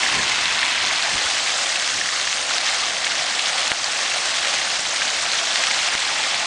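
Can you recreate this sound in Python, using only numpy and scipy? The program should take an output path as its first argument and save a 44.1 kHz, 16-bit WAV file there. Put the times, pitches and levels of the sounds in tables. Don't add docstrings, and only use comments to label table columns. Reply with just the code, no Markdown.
import sys
import numpy as np
from scipy import signal
from scipy.io import wavfile

SR = 44100
rng = np.random.default_rng(int(sys.argv[2]) if len(sys.argv) > 2 else 0)


def digitize_waveform(pressure):
    field = np.atleast_2d(pressure).T
    bounded = np.clip(field, -1, 1)
    quanta = np.round(bounded * 32767).astype(np.int16)
    wavfile.write(sys.argv[1], SR, quanta)


N = 285238


def from_db(db):
    return 10 ** (np.asarray(db) / 20)


def unit_rms(x):
    return x / np.sqrt(np.mean(x ** 2) + 1e-20)


def automation(points):
    return np.interp(np.arange(N) / SR, *np.transpose(points))


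def bandpass(x, low_hz, high_hz):
    return signal.sosfilt(signal.butter(2, [low_hz, high_hz], "band", fs=SR, output="sos"), x)


def resonance(x, hz, width_hz):
    return signal.lfilter(*signal.iirpeak(hz, hz / width_hz, fs=SR), x)


def drift(rate_hz):
    hop, settle = 40, 2000
    pole = np.exp(-2 * np.pi * rate_hz * hop / SR)
    noise = rng.standard_normal(N // hop + settle + 2)
    slow = signal.lfilter([1], [1, -2 * pole, pole * pole], noise)[settle:]
    return np.interp(np.arange(N) / hop, np.arange(len(slow)), unit_rms(slow))


def band_bank(eq, excite, bands):
    eq_hz, eq_db = np.transpose(eq)
    edges = np.geomspace(eq_hz[0], eq_hz[-1], bands + 1)
    out = np.zeros(N)
    for low, high in zip(edges, edges[1:]):
        gain_db = np.interp(np.log(np.sqrt(low * high)), np.log(eq_hz), eq_db)
        out += from_db(gain_db) * bandpass(excite(), low, high)
    return unit_rms(out)


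def bubble_kicks(per_s, spread_db):
    at = np.flatnonzero(rng.random(N) < per_s / SR)
    smallness, sign = rng.random((2, N))[:, at]
    kicks = np.zeros(N)
    kicks[at] = from_db(-spread_db * np.log(smallness + .04)) * np.sign(sign - .5)
    return unit_rms(kicks)


def bubble_bed(eq, per_s, spread_db, near_db, patchy_db, bands):
    def bubbles():
        near = from_db(near_db) * bubble_kicks(per_s / bands, spread_db)
        far = rng.standard_normal(N)
        return (near + far) * from_db(patchy_db * drift(rate_hz=24))
    return band_bank(eq, bubbles, bands)


# freq_hz, gain_db
GURGLE_EQ = [(250, -23), (420, -12), (520, -10), (700, 3), (830, 5), (1000, -1.5), (1400, -13)]
# time_s, gain_db
GURGLE_RIDE = [(0, 2.5), (.5, -3.5), (1.2, 1.5), (1.72, 1), (2.0, -5), (2.5, 0.4), (6.47, 1.5)]


def gurgle(flow_db):
    bed = bubble_bed(GURGLE_EQ, per_s=400, spread_db=3.5, near_db=-.5, patchy_db=.6, bands=9)
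    return from_db(-35 + .4 * flow_db + automation(GURGLE_RIDE)) * bed


# freq_hz, gain_db
CHURN_EQ = [(400, -34), (700, -7.5), (950, -8.5), (1150, -4), (1400, -2), (2000, -0.5), (2500, -1.2),
            (3300, -1), (4500, -4.5), (7000, -19.5), (10000, -28)]


def churn(flow_db):
    bed = bubble_bed(CHURN_EQ, per_s=2000, spread_db=2, near_db=-1.5, patchy_db=1, bands=16)
    return from_db(-23.5 + flow_db) * bed


# freq_hz, gain_db
SPRAY_EQ = [(1500, -22), (3000, -10.5), (4300, 6), (5500, 5.5), (6800, 5.5), (8000, -0.5), (9000, -3),
            (10800, -50)]
# time_s, gain_db
SPRAY_RIDE = [(0, 0), (.6, -3.5), (1.05, -2.3), (1.35, 0), (2.6, -0.7), (3.5, -2), (4.1, -0.7), (5.7, -0.5),
              (6.47, -3)]


def spray(flow_db):
    bed = bubble_bed(SPRAY_EQ, per_s=6000, spread_db=3, near_db=2, patchy_db=1.2, bands=13)
    return from_db(-26.5 + .26 * flow_db + automation(SPRAY_RIDE)) * bed


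# pitch_hz, width_hz, gain_db
RIFFLE_POCKETS = [(1013, 100, 1.5), (2070, 240, 0.5), (2635, 87, 3)]
# time_s, level_db
RIFFLE_RIDE = [(0, -27), (.8, -31), (1.05, -36.5), (6.47, -37.5)]


def riffle():
    babble = np.zeros(N)
    for pitch_hz, width_hz, gain_db in RIFFLE_POCKETS:
        bubbles = bubble_kicks(per_s=250, spread_db=3.5) + rng.standard_normal(N)
        babble += from_db(gain_db) * resonance(bubbles, pitch_hz, width_hz)
    return from_db(automation(RIFFLE_RIDE)) * unit_rms(babble)


def splashes(per_s, spread_db, decay_s, band_hz):
    hits = rng.random(N) < per_s / SR
    sizes = from_db(spread_db * np.minimum(rng.exponential(1, N), 3))
    envelope = signal.lfilter([1], [1, -np.exp(-1 / (decay_s * SR))], hits * sizes + 1e-18)
    return unit_rms(bandpass(envelope * rng.standard_normal(N), *band_hz))


# freq_hz, width_hz, gain_db
WALL_EQ = [(522, 73, 6), (806, 69, -0.5), (950, 200, -6.5), (1135, 95, 1), (1390, 110, -1.5),
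           (2460, 740, -2)]
# time_s, strength
WALL_RIDE = [(0, 0.39), (1, 0.28), (1.6, 1.5), (3.3, 1), (4.2, 0.97), (6.47, 0.55)]


def stone_walls(x):
    strength = automation(WALL_RIDE)
    for hz, width_hz, gain_db in WALL_EQ:
        x = x + strength * (from_db(gain_db) - 1) * resonance(x, hz, width_hz)
    return x


# time_s, gain_db
FLOW_RIDE = [(0.0, 1.4), (.45, 1.6), (1.47, .5), (1.69, -.5), (2.05, -1), (2.44, -1.6), (2.68, 2),
             (2.94, -1.5), (3.65, 1.2), (3.88, -2), (4.1, 0.5), (4.38, 0), (4.54, 1.2), (4.81, -1.6),
             (5.05, 0), (5.25, -0.5), (5.82, 1.6), (6.47, -.5)]


def stream():
    flow_db = automation(FLOW_RIDE)
    flutter = from_db(.7 * drift(rate_hz=50))
    rush = flutter * (gurgle(flow_db) + churn(flow_db) + spray(flow_db))
    babble = riffle()
    slaps = from_db(-33 + flow_db) * splashes(50, spread_db=2.2, decay_s=.0009, band_hz=(1500, 4500))
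    drops = from_db(-38.5 + flow_db) * splashes(18, spread_db=1.2, decay_s=.0004, band_hz=(1200, 4700))
    return stone_walls(rush + slaps) + drops + babble


# freq_hz, gain_db
RUMBLE_EQ = [(25, -1), (50, -10), (100, -3.5), (200, -2), (330, 1.5), (450, -4.5), (900, -22.5)]
# time_s, level_db
RUMBLE_RIDE = [(0, -43.5), (1.2, -48), (3.5, -47.5), (6.47, -47)]


def rumble():
    return from_db(automation(RUMBLE_RIDE)) * band_bank(RUMBLE_EQ, lambda: rng.standard_normal(N), 8)


# start_s, level_db, pitch_hz, splash_db
PLIP_CUES = [(.032, -8, 2060, -13), (.063, -10, 1880, -11), (.629, -7.5, 1810, -6), (.665, -13, 2750, -4),
             (.778, -12, 2120, -7), (1.472, -14, 2400, -3), (1.757, -12, 2650, -2), (2.012, -13, 1750, -4),
             (2.088, -14, 1850, -6), (2.274, -14, 1760, -5), (2.508, -14, 1390, -6), (2.535, -14, 2560, -3),
             (3.044, -13, 3240, -4), (3.067, -13, 2170, -7), (3.109, -13, 2080, -7),
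             (3.392, -11.5, 2600, -2), (3.458, -14, 3400, -2), (3.677, -13, 4200, -3),
             (3.843, -7.5, 4720, -18), (5.018, -9, 1600, -6), (5.711, -12, 2160, -6)]


def plips(decay_cycles=4.2, pitch_rise=.04, splash_s=.0016, trim_db=-2.4):
    out, t = np.zeros(N + SR), np.arange(SR // 20) / SR
    splash_envelope = t / splash_s * np.exp(1 - t / splash_s)
    for start_s, level_db, pitch_hz, splash_db in PLIP_CUES:
        cycles = pitch_hz * t
        envelope = (1 - np.exp(-cycles)) * np.exp(-cycles / decay_cycles)
        glide_hz = pitch_hz * (1 + pitch_rise * np.tanh(cycles / decay_cycles / 2))
        tone = envelope / envelope.max() * np.sin(2 * np.pi * np.cumsum(glide_hz) / SR)
        droplets = unit_rms(bandpass(rng.standard_normal(len(t)), pitch_hz / 1.5, pitch_hz * 1.6))
        at = int(start_s * SR)
        out[at:at + len(t)] += from_db(level_db) * (tone + from_db(splash_db) * splash_envelope * droplets)
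    return from_db(trim_db) * out[:N]


# freq_hz, gain_db
BUMP_EQ = [(25, -7), (50, -3), (95, 4), (150, -6.5), (300, 5), (500, -9), (900, -24)]
# peak_s, level_db, half_width_s
BUMP_CUES = [(0.183, -36, 0.073), (0.424, -45, 0.22), (0.854, -42.5, 0.07), (1.156, -37, 0.043),
             (1.263, -43, 0.017), (1.978, -42.5, 0.048), (2.248, -52, 0.079)]


def bumps():
    t = np.arange(N) / SR
    swells = sum(from_db(level_db) * np.exp(-((t - peak_s) / half_width_s) ** 2)
                 for peak_s, level_db, half_width_s in BUMP_CUES)
    return swells * band_bank(BUMP_EQ, lambda: rng.standard_normal(N), 6)


# start_s, level_db
CLICK_CUES = [(3.7177, 0), (4.795, -15), (5.9522, -7.5)]
# pitch_hz, gain_db, t60_s
HOUSING_MODES = [(90, -42, .018), (2050, 0, .0045), (2900, -4, .0035), (4300, -5, .0012),
                 (8000, -11, .0006)]


def clicks():
    kicks, out = np.zeros((2, N))
    for start_s, level_db in CLICK_CUES:
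        kicks[int(start_s * SR)] = -from_db(level_db)
    for pitch_hz, gain_db, t60_s in HOUSING_MODES:
        pole, angle = from_db(-60 / (t60_s * SR)), 2 * np.pi * pitch_hz / SR
        ring = signal.lfilter([0, np.sin(angle)], [1, -2 * pole * np.cos(angle), pole ** 2], kicks + 1e-18)
        out += from_db(gain_db) * ring
    return out


def gain_control(x, threshold_db, range_db, release_db_per_s, attack_s):
    over_db = np.clip(20 * np.log10(np.abs(x) + 1e-9) - threshold_db, 0, range_db)
    release_ramp = release_db_per_s * np.arange(N) / SR
    duck_db = np.maximum.accumulate(over_db + release_ramp) - release_ramp
    pole = np.exp(-1 / (attack_s * SR))
    return x * from_db(-signal.lfilter([1 - pole], [1, -pole], duck_db))


def scene():
    return (stream() + plips() + rumble() + bumps() + clicks())[None, :]


def record(dry):
    ducked = gain_control(dry[0], threshold_db=-5, range_db=3.2, release_db_per_s=22, attack_s=.0004)
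    high_cut = signal.ellip(12, .1, 95, 10200, fs=SR, output="sos")
    return signal.sosfilt(high_cut, np.clip(ducked, -.8, .8))[None, :]


dry = scene()
out = record(dry)
digitize_waveform(out)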